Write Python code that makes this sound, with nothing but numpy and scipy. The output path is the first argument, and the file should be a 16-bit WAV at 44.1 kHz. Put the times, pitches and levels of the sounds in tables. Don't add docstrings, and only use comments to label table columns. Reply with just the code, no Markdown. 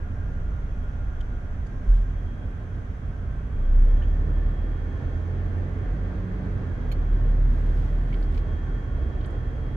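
import sys
import numpy as np
from scipy import signal
from scipy.fft import rfft, irfft
from scipy.io import wavfile

SR = 44100
rng = np.random.default_rng(int(sys.argv[2]) if len(sys.argv) > 2 else 0)


def unload_wav(signal):
    wavfile.write(
        sys.argv[1],
        SR,
        np.round(np.clip(np.atleast_2d(signal).T, -1, 1) * 32767).astype(np.int16),
    )


N = 430416
TIME = np.arange(N) / SR
BINS_HZ = np.maximum(np.arange(N // 2 + 1) * SR / N, 1)
HALF_SPLIT = np.array([[.5], [-.5]])

# (frequency [Hz], relative density [dB per Hz])
VENT_COLOUR = [(60, -28.5), (200, -2.5), (260, 2.5), (315, -17.5), (410, -9), (520, -12.5), (700, -11),
               (900, -15), (1400, -12.5), (1750, -16), (2400, -25), (4000, -38.5), (7500, -44.5),
               (15000, -57)]
# (centre [Hz], nominal width [Hz], level [dB])
VENT_BANDS = [(592, 55, -60.5), (712, 50, -65), (1068, 16, -67), (1560, 150, -65), (2460, 130, -77),
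              (3020, 190, -81.5), (3254, 110, -77.5), (3497, 20, -84), (3825, 70, -84), (6235, 1200, -77),
              (8050, 440, -95), (9880, 400, -91)]
# (start [s], end [s], centre [Hz], nominal width [Hz], level [dB])
WHIRRS = [(-0.3, 1.65, 1422, 26, -59), (-0.3, 0.45, 1625, 45, -61), (0.7, 2.9, 1615, 45, -64.5),
          (2.2, 3.9, 1550, 60, -62.5), (3.7, 5.2, 1770, 45, -60), (3.8, 9.9, 1798, 24, -63.5),
          (3.8, 9.7, 1432, 36, -64), (5.3, 7.9, 1600, 80, -61), (7.4, 8.9, 1520, 70, -63),
          (7.8, 9.6, 1755, 50, -64), (3.2, 9.9, 1130, 70, -63.5), (8.2, 9.5, 1100, 70, -60),
          (5.3, 8.5, 2020, 80, -67.5), (3.7, 9.4, 2195, 24, -72), (0.4, 2.1, 3320, 14, -79),
          (8.9, 9.9, 3315, 14, -78), (-0.3, 3.4, 5515, 45, -84.5)]
# (time [s], frequency [Hz])
PUMP_PITCH = [(0, 3252), (0.5, 3252), (1.1, 3262), (2.7, 3262), (4, 3271), (5.2, 3269), (6.75, 3274),
              (7.4, 3261), (8.9, 3254), (9.76, 3255)]
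# (time [s], left [dB], right [dB])
PUMP_LEVEL = [(0, -79, -85), (0.5, -76, -84), (0.85, -68.5, -82), (1.1, -73, -81), (1.35, -74, -79),
              (1.8, -82, -88), (2.28, -73, -66.5), (2.6, -85, -75), (3.3, -82, -74), (3.9, -68.5, -68),
              (4.3, -71, -69.5), (4.9, -67.5, -70), (5.4, -75, -71), (6.55, -76, -71.5), (6.9, -71, -66.5),
              (7.3, -76, -70), (7.7, -71.5, -73), (8.2, -74, -69), (8.45, -68, -66.5), (9.3, -64.5, -70.5),
              (9.76, -65.5, -69)]
# (start [s], end [s], first pitch [Hz], last pitch [Hz], level [dB])
PASSERS = [(5.652, 6.8, 173, 191, -43.5), (6.997, 8.25, 144.5, 119.1, -41.5), (7.699, 9.6, 84, 56.8, -36)]
# (peak time [s], Gaussian sigma [s], level [dB])
HISSES = [(1.942, 0.055, -65), (7.56, 0.1, -67.5), (7.82, 0.1, -64.5), (8.137, 0.1, -67.5),
          (8.357, 0.034, -63.5)]
# (frequency [Hz], relative density [dB per Hz])
HISS_COLOUR = [(500, -34.5), (3000, 5.5), (4600, 0), (7000, -6), (9500, -9), (10700, -10.5), (11350, -8),
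               (12200, -14), (16000, -20)]
# (time [s], level [dB], centre [Hz], Gaussian sigma [octaves], t60 [s], left minus right [dB])
TRIM_TICKS = [(.518, -46, 1000, 0.25, 0.09, 2), (.829, -71, 13500, 0.51, .05, 4),
              (1.206, -49, 3200, 0.15, .04, 3), (1.207, -55, 6000, 0.6, .035, 0),
              (1.664, -62, 6200, .4, .06, -2), (4.022, -52, 2800, 0.25, 0.057, 2),
              (4.034, -52, 2900, 0.27, 0.055, 2), (6.915, -46, 2900, .5, .04, -5),
              (6.918, -56.5, 10000, .6, .045, -4), (6.921, -46, 4500, 1.3, .05, 1),
              (8.124, -46, 2100, 0.62, 0.091, -1), (8.14, -47, 2300, 0.73, 0.055, -1),
              (8.212, -64, 13000, .6, .06, 0), (8.225, -50.5, 4700, 0.38, 0.069, -1),
              (8.343, -51, 3600, 1, 0.058, 0), (8.36, -66, 13600, 0.19, .04, 2),
              (8.375, -47, 3700, 0.7, .065, 1), (9.207, -58, 3500, .4, .078, 2),
              (9.244, -54, 3570, 0.41, 0.076, 4), (9.258, -64, 8500, 0.37, .078, 4),
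              (9.302, -66, 7500, .45, 0.074, 0)]
# (centre [Hz], nominal width [Hz], relative level [dB])
TRIM_MODES = [(1360, 270, 8), (2260, 450, 6), (3140, 570, 3), (3780, 500, -7), (4420, 500, -3),
              (4930, 540, -6.5), (6600, 900, -7.5), (8800, 3300, -6.5), (10900, 1500, -12.5),
              (13500, 2000, -13)]
# (time [s], level [dB], left minus right [dB])
CATCH_TOUCHES = [(6.915, -54, -11), (6.9195, -49, -6), (6.922, -49, -3)]
# (frequency [Hz], relative level [dB], t60 [s])
CATCH_MODES = [(1380, 4, .035), (2450, 2, .022), (3020, 1, .02), (4290, 0, .06), (5600, -13, .03),
               (6680, -7, .022), (6930, -6, .022), (8600, -14, .02), (11300, -12, .025), (12030, -5, .028)]
# (time [s], level before rise and decay [dB])
BUMPS = [(1.874, -5), (2.14, -16), (2.442, -24), (5.839, -19.5), (6.991, -17)]
# (time [s], level [dB])
ROAD_SPEED = [(0.0, -46.5), (3.2, -47.5), (3.8, -43.5), (4.3, -42), (5.0, -40.5), (6.3, -40.5), (8.0, -41),
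              (9.76, -41.5)]
# (frequency [Hz], relative density [dB per Hz])
RUMBLE_COLOUR = [(12, -37), (19, -19.5), (27, 3.5), (42, 1), (58, 0.5), (80, -2.5), (100, -2.5),
                 (125, -5.5), (160, -9.5), (220, -17), (400, -52.5), (1500, -100)]
# (frequency [Hz], relative density [dB per Hz])
ROAR_COLOUR = [(20, -39.5), (120, -21.5), (200, -2.5), (280, 1), (340, -2.5), (450, -4), (530, -8),
               (680, -11.5), (900, -16.5), (1130, -18.5), (1300, -21), (1750, -19), (2500, -31),
               (4500, -40), (15000, -78.5)]
# (time [s], firing rate [Hz])
FIRING = [(0, 24.7), (1.5, 24.9), (2.3, 24.2), (3.3, 27.3), (3.7, 30), (4, 35.5), (5, 41.2), (6, 46.8),
          (6.35, 49.4), (6.55, 46.5), (6.85, 38.5), (7.1, 36.9), (7.7, 37.6), (8.4, 39.5), (9.76, 39.6)]
# (time [s], boom at firing rate, relative [dB], drone at twice firing rate, relative [dB])
LOAD = [(0, -2.5, 1.5), (1.6, -2.5, -0.5), (2.3, -11.5, -13.5), (3.2, -12, -2.5), (3.45, -7, 4.5),
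        (3.78, 10, 2.5), (4.05, 1, 6.5), (4.65, 4, 1), (5.0, -13, -1), (5.25, -2, 3), (6.3, 0, 0),
        (6.7, -5.5, 2.5), (7.0, 4, 1.5), (7.5, 6.5, 3.5), (7.8, 3, 3), (8.25, 6.5, 1.5), (8.65, -1.5, 2.5),
        (9.1, -1, -1.5), (9.76, -4, -1)]
# (time [s], level [dB])
GROWL = [(0, -39.5), (1.5, -40), (2.0, -52), (3.1, -49.5), (3.55, -34), (3.9, -45.5), (4.5, -47.5),
         (5.0, -39), (5.8, -44), (6.2, -51.5), (6.7, -42), (7.5, -37.5), (8.1, -44), (9.76, -43)]
# (multiple of firing rate [1], level relative to drone [dB])
HIGH_ORDERS = [(4, -17), (6, -24)]
# (centre [Hz], width [Hz], gain added to unity [dB])
BOOMS = [(33.74, 6.96, 13), (85.9, 4, 0.5), (147.5, 9.2, -3.5)]
# (frequency [Hz], correlation [-1..1])
LIKENESS = [(40, 1), (140, 1), (260, 0.76), (460, 0.72), (800, 0.24), (1100, -0.04), (2000, 0),
            (15000, 0.02)]
# (frequency [Hz], left minus right [dB])
TILT = [(35, -0.5), (80, -4), (150, -2.5), (500, -0.5), (1100, -1.2), (1900, -3), (4000, 0), (8000, 1.8),
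        (12000, -3.5)]


def from_db(db):
    return 10 ** (np.asarray(db) / 20)


def rms_one(x):
    return x / np.sqrt(np.mean(x ** 2) + 1e-20)


def in_time(rows):
    time_s, *columns = np.transpose(rows)
    return [np.interp(TIME, time_s, column) for column in columns]


def over_hz(points):
    hz, value = np.transpose(points)
    return np.interp(np.log(BINS_HZ), np.log(hz), value)


def drift(rate_hz):
    hz = BINS_HZ[:N // 80]
    spectrum = rfft(rng.standard_normal(2 * len(hz) - 2))
    slow = irfft(spectrum / (1 + (hz / rate_hz) ** 4))
    return np.interp(TIME, np.linspace(0, N / SR, len(slow)), rms_one(slow))


def resonance(hz, width_hz):
    return rms_one(1 / (1 + ((BINS_HZ - hz) / (0.36 * width_hz)) ** 2))


def cabin_noise(gain):
    mid, side = rfft(rng.standard_normal((2, N)))
    alike = np.clip(over_hz(LIKENESS), -1, 1)
    shared = np.sqrt(1 + alike) * mid
    opposed = np.sqrt(1 - alike) * side * [[1], [-1]]
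    return rms_one(irfft(gain * (shared + opposed), N))


def tone(hz):
    return np.sqrt(2) * np.sin(2 * np.pi * (np.cumsum(hz) / SR + rng.random()))


def swell_between(start_s, end_s, fade_s):
    return np.clip(np.minimum(TIME - start_s, end_s - TIME) / fade_s, 0, 1)


def ventilation(rush_db=-47.5, fan_hz=85.9, fan_db=-39, fan_fade_start_s=4.2, fan_fade_db_per_s=6.5):
    out = from_db(rush_db) * cabin_noise(from_db(over_hz(VENT_COLOUR)))
    for hz, width_hz, db in VENT_BANDS:
        swell = from_db(1.2 * drift(1.5))
        out += from_db(db) * swell * cabin_noise(resonance(hz, width_hz))
    fade_db = fan_fade_db_per_s * np.maximum(TIME - fan_fade_start_s, 0)
    fan_gain = from_db(fan_db - fade_db + 3.0 * drift(29.0))
    return out + fan_gain * tone(fan_hz * (1 + 0.0047 * drift(2.2)))


def whirrs(fade_s=0.19, wander=.25):
    out = np.zeros((2, N))
    for start_s, end_s, hz, width_hz, db in WHIRRS:
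        pitch_hz = hz + wander * width_hz * drift(4)
        phase = 2 * np.pi * np.cumsum(pitch_hz) / SR
        cos, sin = np.cos(phase), np.sin(phase)
        sides = [drift(width_hz / 2) * cos + drift(width_hz / 2) * sin for side in range(2)]
        out += from_db(db) * swell_between(start_s, end_s, fade_s) * np.array(sides)
    return out


def pump():
    hz = in_time(PUMP_PITCH)[0] + .8 * drift(8)
    flutter_db = np.array([1.7 * drift(6) + 1.2 * drift(25) - .5 for side in range(2)])
    return from_db(np.array(in_time(PUMP_LEVEL)) + flutter_db) * tone(hz)


def passers(fade_s=0.27, flutter_db=3.5):
    out = np.zeros(N)
    for start_s, end_s, first_hz, last_hz, db in PASSERS:
        hz = np.interp(TIME, [start_s, end_s], [first_hz, last_hz])
        gain = from_db(db + flutter_db * drift(1.7))
        out += swell_between(start_s, end_s, fade_s) * gain * tone(hz)
    return out


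def hisses():
    swell = np.zeros(N)
    for peak_s, sigma_s, db in HISSES:
        swell += from_db(db) * np.exp(-.5 * ((TIME - peak_s) / sigma_s) ** 2)
    grain = from_db(1.2 * drift(120))
    return swell * grain * cabin_noise(from_db(over_hz(HISS_COLOUR)))


def trim(rise_s=0.0017, grain_s=0.0018, grain_db=4):
    grid_hz = np.geomspace(500, SR / 2, 600)
    all_modes = sum(from_db(db) * resonance(hz, width_hz) for hz, width_hz, db in TRIM_MODES)
    modes = np.interp(grid_hz, BINS_HZ, all_modes)
    age_s = np.arange(SR // 4) / SR
    size = len(age_s)
    bins_hz = np.fft.rfftfreq(size, 1 / SR)

    def slip(centre_hz, octaves, t60_s):
        near = np.exp(-.5 * (np.log2(grid_hz / centre_hz) / octaves) ** 2)
        colour = np.interp(bins_hz, grid_hz, modes * near, left=0)
        grit = np.interp(age_s / grain_s, np.arange(size), rng.standard_normal(size))
        noise = from_db(grain_db * grit) * rng.standard_normal((2, size))
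        scrape = rms_one(irfft(colour * rfft(noise), size))
        decay = from_db(-60 * np.maximum(age_s - rise_s, 0) / t60_s)
        return scrape * np.minimum(age_s / rise_s, 1) * decay

    out = np.zeros((2, N))
    for time_s, db, centre_hz, octaves, t60_s, pan_db in TRIM_TICKS:
        at = int(time_s * SR)
        out[:, at:at + size] += from_db(db + pan_db * HALF_SPLIT) * slip(centre_hz, octaves, t60_s)
    return out


def catch(scrape_s=0.0024):
    age_s = np.arange(SR // 8) / SR
    rings = np.zeros(len(age_s))
    for k, (hz, db, t60_s) in enumerate(CATCH_MODES):
        sign = (-1) ** k
        rings += sign * from_db(db - 60 * age_s / t60_s) * np.sin(2 * np.pi * hz * age_s)
    force = np.zeros((2, N))
    for time_s, db, pan_db in CATCH_TOUCHES:
        at = int(time_s * SR)
        scrape = rng.standard_normal((2, len(age_s))) * np.exp(-age_s / scrape_s)
        scrape /= np.linalg.norm(scrape[0])
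        force[:, at:at + len(age_s)] += from_db(db + pan_db * HALF_SPLIT) * scrape
    return signal.fftconvolve(force, rings[None], axes=1)[:, :N]


def bumps(boom_hz=39.7, rise_s=.035, t60_s=0.66):
    out = np.zeros(N)
    for time_s, db in BUMPS:
        age_s = np.maximum(TIME - time_s, 0)
        envelope = from_db(db - 60 * age_s / t60_s) * np.minimum(age_s / rise_s, 1)
        out += envelope * np.sin(2 * np.pi * boom_hz * age_s)
    return out


def tyres(rumble_db=-31.0, rumble_growth=0.39, roar_db=-41.5, roar_growth=1.21, cruise_db=-41.0):
    speed_db = in_time(ROAD_SPEED)[0] - cruise_db
    rumble_gain = from_db(rumble_db + rumble_growth * speed_db)
    roar_gain = from_db(roar_db + roar_growth * speed_db)
    rumble = rumble_gain * cabin_noise(from_db(over_hz(RUMBLE_COLOUR)))
    roar = roar_gain * cabin_noise(from_db(over_hz(ROAR_COLOUR)))
    return (rumble + roar) * from_db(0.72 * drift(9.7))


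def cabin_boom(hz):
    lifts = [from_db(db) / (1 + (2 * (hz - centre_hz) / width_hz) ** 2) for centre_hz, width_hz, db in BOOMS]
    return 1 + sum(lifts)


def engine(boom_base_db=-35, drone_base_db=-36.0, rough_db=2.0, boom_rough_db=1.5, drone_rough_db=1.43):
    firing_hz = in_time(FIRING)[0] * (1 + .002 * drift(8))
    boom_load_db, drone_load_db = in_time(LOAD)
    boom_db = boom_base_db + boom_load_db
    drone_db = drone_base_db + drone_load_db

    boom_gain = from_db(boom_db + boom_rough_db * drift(12.0))
    out = boom_gain * cabin_boom(firing_hz) * tone(firing_hz)
    drone_gain = from_db(drone_db + drone_rough_db * drift(5.7))
    out += drone_gain * cabin_boom(2 * firing_hz) * tone(2 * firing_hz)
    out += from_db(in_time(GROWL)[0] + rough_db * drift(7)) * tone(3 * firing_hz)
    for multiple, db in HIGH_ORDERS:
        hz = round(multiple) * firing_hz
        out += from_db(drone_db + db + rough_db * drift(6.2)) * cabin_boom(hz) * tone(hz)
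    return out


def scene(fade_s=.002):
    cabin = ventilation() + whirrs() + pump() + passers() + hisses()
    cabin = cabin + trim() + catch() + bumps() + tyres() + engine()
    from_edge_s = np.minimum(TIME, TIME[::-1])
    fade = np.sin(np.pi / 2 * np.minimum(from_edge_s / fade_s, 1)) ** 2
    return irfft(rfft(fade * cabin) * from_db(over_hz(TILT) * HALF_SPLIT), N)


def record(dry, cutoff_hz=15700):
    low_pass = signal.ellip(10, .1, 80, cutoff_hz, fs=SR, output="sos")
    return signal.sosfilt(low_pass, dry)


dry = scene()
out = record(dry)
unload_wav(out)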